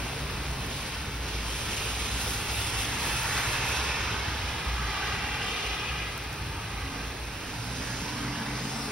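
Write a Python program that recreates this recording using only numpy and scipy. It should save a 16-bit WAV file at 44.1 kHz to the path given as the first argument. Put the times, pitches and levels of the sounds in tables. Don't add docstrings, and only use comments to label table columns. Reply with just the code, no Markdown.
import sys
import numpy as np
from scipy import signal
from scipy.io import wavfile
from scipy.ndimage import uniform_filter1d

SR = 44100
rng = np.random.default_rng(int(sys.argv[2]) if len(sys.argv) > 2 else 0)


def output_pcm(signal):
    pcm = np.clip(np.atleast_2d(signal).T, -1, 1) * 32767
    wavfile.write(sys.argv[1], SR, np.round(pcm).astype(np.int16))


N = 393327
TIME = np.arange(N) / SR
EDGE_HZ = 15800

PASS_S, SPEED_M_PER_S, DISTANCE_M = 3.7, 13.8, 9.1
ROAR_DB, MIST_DB, MIST_HZ = -32, -36.5, 5150
DROP_S, DROP_FADE_S, DROP_DB = 7.04, 0.25, -10.5
SPLASH_RISE_S, SPLASH_FALL_S = 0.079, 0.22
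SLOW_TYRES_DB, EXHAUST_DB = -38.5, -42

ROAR_SPECTRUM = [(150, -23), (330, -12.5), (490, -5.5), (620, -8), (850, 1), (1200, 0), (1900, -0.5),
                 (2600, -4.5), (3400, -7), (4400, -11), (5300, -8.5), (7000, -17), (12000, -71)]
SPRAY_SPECTRUM = [(200, -23), (480, -4), (1000, -8), (1900, -9), (2600, 1.5), (3500, 0.8), (4400, -3),
                  (5300, -1), (7000, -3.5), (9000, -3.5), (12000, -6), (15800, -9)]
# [f/Hz, level/dB]
SLOW_TYRES_SPECTRUM = [(100, -29), (420, 0.5), (620, -2.5), (760, 0.5), (910, 5.5), (1100, 0.5), (1700, 0),
                       (2600, -3.5), (3400, -7.5), (4400, -7), (5300, -4.5), (7000, -14), (9000, -21),
                       (12000, -27), (15800, -36)]
SLOW_SPRAY_SPECTRUM = [(1500, -23), (3400, -8), (5200, 0.5), (6000, -1), (7000, -4), (9000, -6.5),
                       (12000, -15), (15800, -18)]
EXHAUST_SPECTRUM = [(60, -38), (110, -19), (160, -3), (195, 1), (228, 1.5), (255, 1.5), (295, -2.5),
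                    (340, -27), (450, -19), (900, -44)]
# [f/Hz, level/dB]
RAIN_SPECTRUM = [(30, -11.5), (130, -1.5), (250, -5), (400, -5), (620, -10), (850, -7.5), (1900, -11),
                 (2600, -9), (3400, -13), (5300, -16), (7000, -23), (9000, -23), (12000, -28), (15800, -35)]
BOOM_SPECTRUM = [(20, -36), (35, -21), (47, -3.5), (56, 10.5), (65, 5.5), (76, -5), (100, -28),
                 (160, -32.5)]
UPPER_RUMBLE_SPECTRUM = [(40, -31), (65, -15), (85, 2), (130, -2), (165, -8), (250, -20), (400, -14),
                         (700, -52)]

# [start/s, rise/s, hold/s, fall/s, level/dB]
ROAR_SWELLS = [(4.65, 0.21, 1, 0.52, 4), (6.3, 0.7, .2, 0.23, 5)]
# [start/s, length/s, level/dB, treble roll-off f/Hz]
PUDDLES = [(0.643, 0.2, -38.5, 8000), (1.2, 0.19, -36.5, 5500), (1.41, 0.34, -37, 11500),
           (1.677, 0.49, -35.5, 9200), (2.13, 0.2, -35, 19000), (2.44, 0.2, -33, 11700),
           (2.708, 0.1, -33, 12000), (2.947, 0.58, -35, 16000), (3.6, 0.17, -34, 10500),
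           (4.9, 0.22, -41.5, 3750), (5.382, 0.32, -31, 3680), (5.75, 0.27, -35.5, 2600)]
# [start/s, rise/s, hold/s, fall/s, level/dB, start centre f/Hz, end centre f/Hz, half-width at -6 dB f/Hz]
SWISHES = [(1.35, 0.27, .2, .35, -45, 2470, 2640, 280), (1.45, 0.3, 0.27, .5, -43, 2900, 3500, 900),
           (2.25, 0.33, .6, .4, -42, 2760, 2630, 130), (3.25, 0.3, 0.42, .3, -41, 2640, 2500, 125),
           (3.047, 0.25, 0.22, .45, -39.5, 1950, 1550, 650), (3.55, 0.18, .1, .2, -51, 4020, 3920, 200),
           (3.9, 0.25, 0.48, .3, -49, 3000, 3000, 650), (4.65, 0.32, 0.23, .3, -43, 1310, 1280, 280),
           (4.7, 0.34, 0.24, .25, -37, 2400, 2400, 1200), (5.1, 0.34, 0.55, .27, -38.5, 2600, 2500, 620),
           (5.6, .4, 0.8, .4, -50.5, 1340, 1340, 280), (5.3, .35, 0.39, 0.32, -49, 2450, 2430, 118),
           (6.1, 0.36, 0.53, .4, -51, 2510, 2460, 151)]
# [t/s, delay/ms, strength/0-1]
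WALL_ECHO = [(4.0, 2.2, .1), (4.5, 2.39, .25), (4.8, 2.47, .35), (5.1, 2.52, .48), (5.4, 2.53, .55),
             (5.7, 2.48, .68), (6.0, 2.44, .65), (6.3, 2.44, .55), (7.1, 2.48, .65), (7.5, 2.5, .3)]
# [start/s, rise/s, hold/s, fall/s]
PULL_AWAY = (7.046, 0.76, 0.76, 1.4)
# [start/s, rise/s, hold/s, fall/s, level/dB]
SLOW_SURGES = [(7.248, 0.62, .15, 0.52, -43.5), (8.35, 0.38, .3, .4, -41.5)]
# [start/s, rise/s, hold/s, fall/s, level/dB, start f/Hz, glide/(Hz/s), roughness/0-1]
ENGINE_NOTES = [ (0, 0.083, 0.22, 0.23, -41, 64, -2, .4), (1.047, 0.19, 0.28, .15, -38, 58, -5.5, 0.2),
                (1.699, 0.23, 0.66, .2, -42.5, 57, 8.5, .4), (0.103, .06, .1, 0.46, -42.5, 142, -5, .5),
                (1.45, 0.28, 0.54, .2, -43.5, 102, 1, 0.5), (2.155, 0.33, 0.38, 0.18, -41, 103.4, 7, 0.46),
                (2.746, .2, 0.6, .35, -46.5, 132, -3, 0.5), (3.054, 0.28, 0.22, .2, -41.5, 111, 1, 0.7),
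                (3.75, 0.23, .45, .25, -44, 105.5, -7, 0.3), (3.5, 0.17, 0.73, .2, -38.5, 67, 0, .2),
                (4.454, 0.28, 0.18, 0.13, -35.5, 59, -1, 0.4),
                (5.004, 0.17, 0.086, .25, -40.5, 60, -0.5, 0.5),
                (6.703, 0.15, 0.15, 0.23, -43, 59.5, -1.5, 0.2),
                (6.738, 0.15, 0.093, 0.25, -46.5, 272.4, -1, .35),
                (7.429, 0.22, 1, 0.46, -40, 117.7, 8.5, .55), (7.7, 0.42, .2, .25, -44.5, 304, -20.5, 0.5),
                (8.198, 0.14, .6, .3, -47.5, 285.4, -2.5, .45),
                (8.304, .25, .3, 0.26, -45.5, 227.4, -3, 0.47)]
# [t/s, level/dB, 1 dB under the splat's peak]
NEAR_DROPS = [(.6635, -30), (.9229, -37), (6.178, -25), (6.2395, -35), (6.3295, -28), (6.341, -34),
              (6.3865, -32), (7.0704, -38)]
# [t/s, level/dB]
SHOWER = [(0, -35), (.75, -36), (1.12, -37.5), (1.7, -36), (5.5, -37), (6.4, -39), (8.92, -38)]
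# [t/s, boom level/dB, upper rumble level/dB]
ROAD_LEVELS = [(0, -38.5, -43), (1.1, -39, -40), (2.2, -39.5, -45.5), (3.3, -40.5, -44.5), (4.6, -41, -41),
               (5.5, -42, -44), (6.9, -41, -40.5), (7.6, -43, -48.5), (8.92, -45, -55)]

# [f/Hz, likeness/0-1]
PORT_LIKENESS = [(130, 1), (290, .98), (620, .58), (1200, .8), (1900, .93), (2500, .76), (3200, .4),
                 (4000, .42), (4650, .08), (5400, .68), (6400, .76), (7000, .99), (7700, .99), (8400, .72),
                 (9300, .66), (10000, .98), (11000, .98), (12100, .62), (13000, .99), (14300, .99),
                 (15000, .6), (15800, .8)]
# [f/Hz, phase/rad]
PORT_LEAD = [(200, 0), (620, -.35), (1120, -.3), (2000, 0), (2900, -.75), (3800, 0), (5100, 0), (6200, 1.8),
             (7000, 3.05), (7900, 3.25), (9800, 6.2), (11500, 6.5), (12600, 9.3), (14400, 9.5),
             (15800, 12.3)]
# [f/Hz, left minus right level/dB]
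PORT_BALANCE = [(100, 0.1), (500, -0.3), (1000, -0.7), (2400, 0.2), (3600, -2.8), (5000, 0), (8000, 0)]
# [t/s, left minus right level/dB]
HEADING = [(0, .5), (2.3, -0.7), (4.5, -0.6), (5.9, .5), (7.8, -2), (8.92, 0.6)]
# [f/Hz, width/Hz, level/dB]
PORCH_RESONANCES = [(348, 14, -1.5), (770, 170, 0.6), (2600, 230, 1)]


def passing_car():
    swell_db = sum(db * swell(*shape) for *shape, db in ROAR_SWELLS)
    tyre_gain = closeness() * gain_of(ROAR_DB + swell_db)
    roar = tyre_gain * rush(ROAR_SPECTRUM, patchy_db=2.2, flicker_db=.5, wall=True, size=2048)
    spray_gain, reach_hz = thrown_water()
    mist = rush(SPRAY_SPECTRUM, patchy_db=2.05, flicker_db=1.4, wall=True, dull_hz=reach_hz, size=1024)
    droplet_gain = np.minimum(reach_hz / 12000, 1) ** 3
    droplets = droplet_gain * patter(SPRAY_SPECTRUM, drops_per_s=1300, spread_db=5.0, low_hz=7000)
    spray = spray_gain * (mist + gain_of(-12.5) * droplets)
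    return roar + spray + sum(swish(*row) for row in SWISHES)


def closeness():
    distance_m = np.hypot(DISTANCE_M, SPEED_M_PER_S * (TIME - PASS_S))
    return DISTANCE_M / distance_m * gain_of(DROP_DB * ramp(DROP_S, DROP_FADE_S))


def thrown_water():
    power = (gain_of(MIST_DB) * closeness()) ** 2
    weighted_log_hz = power * np.log(MIST_HZ)
    for start_s, length_s, db, hz in PUDDLES:
        settling = np.exp(-np.maximum(TIME - start_s - length_s, 0) / SPLASH_FALL_S)
        burst_power = (gain_of(db) * ramp(start_s, SPLASH_RISE_S) * settling) ** 2
        power = power + burst_power
        weighted_log_hz = weighted_log_hz + burst_power * np.log(hz)
    return np.sqrt(power), np.exp(weighted_log_hz / power)


def swish(start_s, rise_s, hold_s, fall_s, db, hz, end_hz, half_width_hz):
    f = np.geomspace(100, EDGE_HZ, 300)
    band_db = -20 * np.log10(1 + ((f - hz) / half_width_hz) ** 2)
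    stretch = (end_hz / hz) ** ramp(start_s, rise_s + hold_s + fall_s)
    spectrum = np.column_stack([f, band_db])
    hiss = rush(spectrum, patchy_db=2.0, flicker_db=0.3, wall=True, stretch=stretch, size=1024)
    return swell(start_s, rise_s, hold_s, fall_s, db) * hiss


def slow_car():
    tyres = gain_of(SLOW_TYRES_DB) * rush(SLOW_TYRES_SPECTRUM, patchy_db=2.9, flicker_db=1.0, size=1024)
    exhaust = gain_of(EXHAUST_DB) * rush(EXHAUST_SPECTRUM, patchy_db=0.5, flicker_db=1.0, size=4096)
    surges = sum(swell(*row) for row in SLOW_SURGES)
    spray = surges * rush(SLOW_SPRAY_SPECTRUM, patchy_db=3.5, flicker_db=-0.5, size=512)
    return swell(*PULL_AWAY) * (tyres + exhaust) + spray


def engine_notes():
    total = 0
    for start_s, *shape, hz, glide_hz_per_s, rough in ENGINE_NOTES:
        note_hz = hz + glide_hz_per_s * (TIME - start_s)
        note = hum(note_hz, rough, overtone_db=-27, waver=.007, throb_db=1.0)
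        total = total + swell(start_s, *shape) * note
    return total


def hum(hz, rough, overtone_db, waver, throb_db):
    angle = 2 * np.pi * np.cumsum(hz * (1 + waver * wander(hz=12))) / SR
    note = np.sin(angle) + gain_of(overtone_db) * np.sin(2 * angle)
    rasp = (wander(hz=23.92) * np.sin(angle) + wander(hz=24) * np.cos(angle)) / np.sqrt(2)
    level = np.sqrt(2 / (1 + rough ** 2)) * gain_of(throb_db * wander(hz=10))
    return level * (note + rough * rasp)


def near_drops(decay_s=0.0013, low_hz=5500):
    out, t = np.zeros((2, N)), np.arange(256) / SR
    high_pass = signal.butter(2, low_hz, "high", fs=SR, output="sos")
    for start_s, db in NEAR_DROPS:
        burst = rng.standard_normal((2, len(t))) * np.exp(-t / decay_s)
        splat = signal.sosfilt(high_pass, burst)
        out[:, round(start_s * SR):][:, :len(t)] += gain_of(db + 1) * splat / abs(splat).max()
    return out


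def rain():
    wash = rush(RAIN_SPECTRUM, patchy_db=0.98, flicker_db=0.67, size=1024)
    leaves = patter(RAIN_SPECTRUM, drops_per_s=700, spread_db=4.0, low_hz=4000)
    return gain_of(follow(SHOWER)[0]) * (gain_of(-.5) * wash + gain_of(-14) * leaves)


def road_rumble():
    boom_db, upper_db = follow(ROAD_LEVELS)
    boom = rush(BOOM_SPECTRUM, patchy_db=0.0, flicker_db=0.5, size=8192)
    upper = rush(UPPER_RUMBLE_SPECTRUM, patchy_db=1.5, flicker_db=1.3, size=8192)
    return gain_of(boom_db) * boom + gain_of(upper_db) * upper


def rush(spectrum, patchy_db, flicker_db, wall=False, dull_hz=None, stretch=None, size=2048):
    hop = size // 4
    hz, t = np.fft.rfftfreq(size, 1 / SR), np.arange(N // hop + 5) * hop / SR
    a, b, c, d, patches, flicker = rng.standard_normal((len(t), len(hz), 6)).T
    patches = evened(uniform_filter1d(uniform_filter1d(patches, size=5, axis=0), size=24, axis=1))
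    flicker = evened(uniform_filter1d(uniform_filter1d(flicker, size=400, axis=0), size=2, axis=1))
    ratio = 1 if stretch is None else np.interp(t, TIME, stretch)
    colour_db = read(spectrum, hz[:, None] / ratio) + porch(hz)[:, None]
    level_db = colour_db + patchy_db * patches + flicker_db * flicker
    z = evened(ports(a + 1j * b, c + 1j * d, hz) * gain_of(level_db))
    if wall:
        delay_ms, strength = follow(WALL_ECHO, t)
        echo = strength * np.exp(-2j * np.pi * hz[:, None] * delay_ms / 1000)
        z = z * (1 + echo) / np.sqrt(1 + strength ** 2)
    if dull_hz is not None:
        z = z / np.sqrt(1 + (hz[:, None] / np.interp(t, TIME, dull_hz)) ** 4)
    noise = signal.istft(z, nperseg=size, noverlap=size - hop)[1][:, :N]
    return noise * np.sqrt(6 / size)


def patter(spectrum, drops_per_s, spread_db, low_hz):
    sizes = gain_of(spread_db * np.minimum(rng.exponential(1, (2, N)), 4))
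    hits = rng.random((2, N)) < drops_per_s / SR
    clicks = sizes * rng.choice([-1, 1], (2, N)) * hits
    hz, _, z = signal.stft(clicks, SR, nperseg=512)
    colour = gain_of(read(spectrum, hz)) * hz ** 2 / (hz ** 2 + low_hz ** 2)
    return evened(signal.istft(ports(*z, hz) * colour[:, None], SR)[1][:, :N])


def ports(first, second, hz):
    same = np.clip(read(PORT_LIKENESS, hz), 0, 1)[:, None]
    turn = np.exp(-1j * read(PORT_LEAD, hz))[:, None]
    lean = gain_of(read(PORT_BALANCE, hz) / 2)[:, None]
    right = (same * first + np.sqrt(1 - same ** 2) * second) * turn / lean
    return np.array([first * lean, right])


def porch(hz, ripple_db=1.06):
    peaks_db = sum(db / (1 + (2 * (hz - f) / width_hz) ** 2) for f, width_hz, db in PORCH_RESONANCES)
    ripple = sum(np.cos(2 * np.pi * hz * delay_s) for delay_s in rng.uniform(.006, .02, 16))
    return peaks_db + ripple_db * evened(ripple)


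def swell(start_s, rise_s, hold_s, fall_s, db=0):
    return gain_of(db) * (ramp(start_s, rise_s) - ramp(start_s + rise_s + hold_s, fall_s))


def ramp(start_s, length_s, t=TIME):
    return np.clip((t - start_s) / length_s, 0, 1)


def wander(hz):
    knots_s = np.arange(0, TIME[-1] + 1, .5 / hz)
    return evened(np.interp(TIME, knots_s, rng.standard_normal(len(knots_s))))


def follow(rows, t=TIME):
    s, *columns = np.transpose(rows)
    return [np.interp(t, s, column) for column in columns]


def read(points, hz):
    f, value = np.transpose(points)
    return np.interp(np.log(hz + 1), np.log(f + 1), value)


def evened(x):
    return x / np.sqrt(np.mean(abs(x) ** 2) + 1e-20)


def gain_of(db):
    return 10 ** (np.asarray(db) / 20)


def scene():
    lean_db = follow(HEADING)[0] / 2
    leaning = passing_car() + slow_car() + engine_notes() + near_drops() + rain()
    return leaning * gain_of([lean_db, -lean_db]) + road_rumble()


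def record(dry):
    low_pass = signal.firwin(511, EDGE_HZ, window=("kaiser", 9), fs=SR)
    return signal.oaconvolve(dry, low_pass[None], "same")


dry = scene()
out = record(dry)
output_pcm(out)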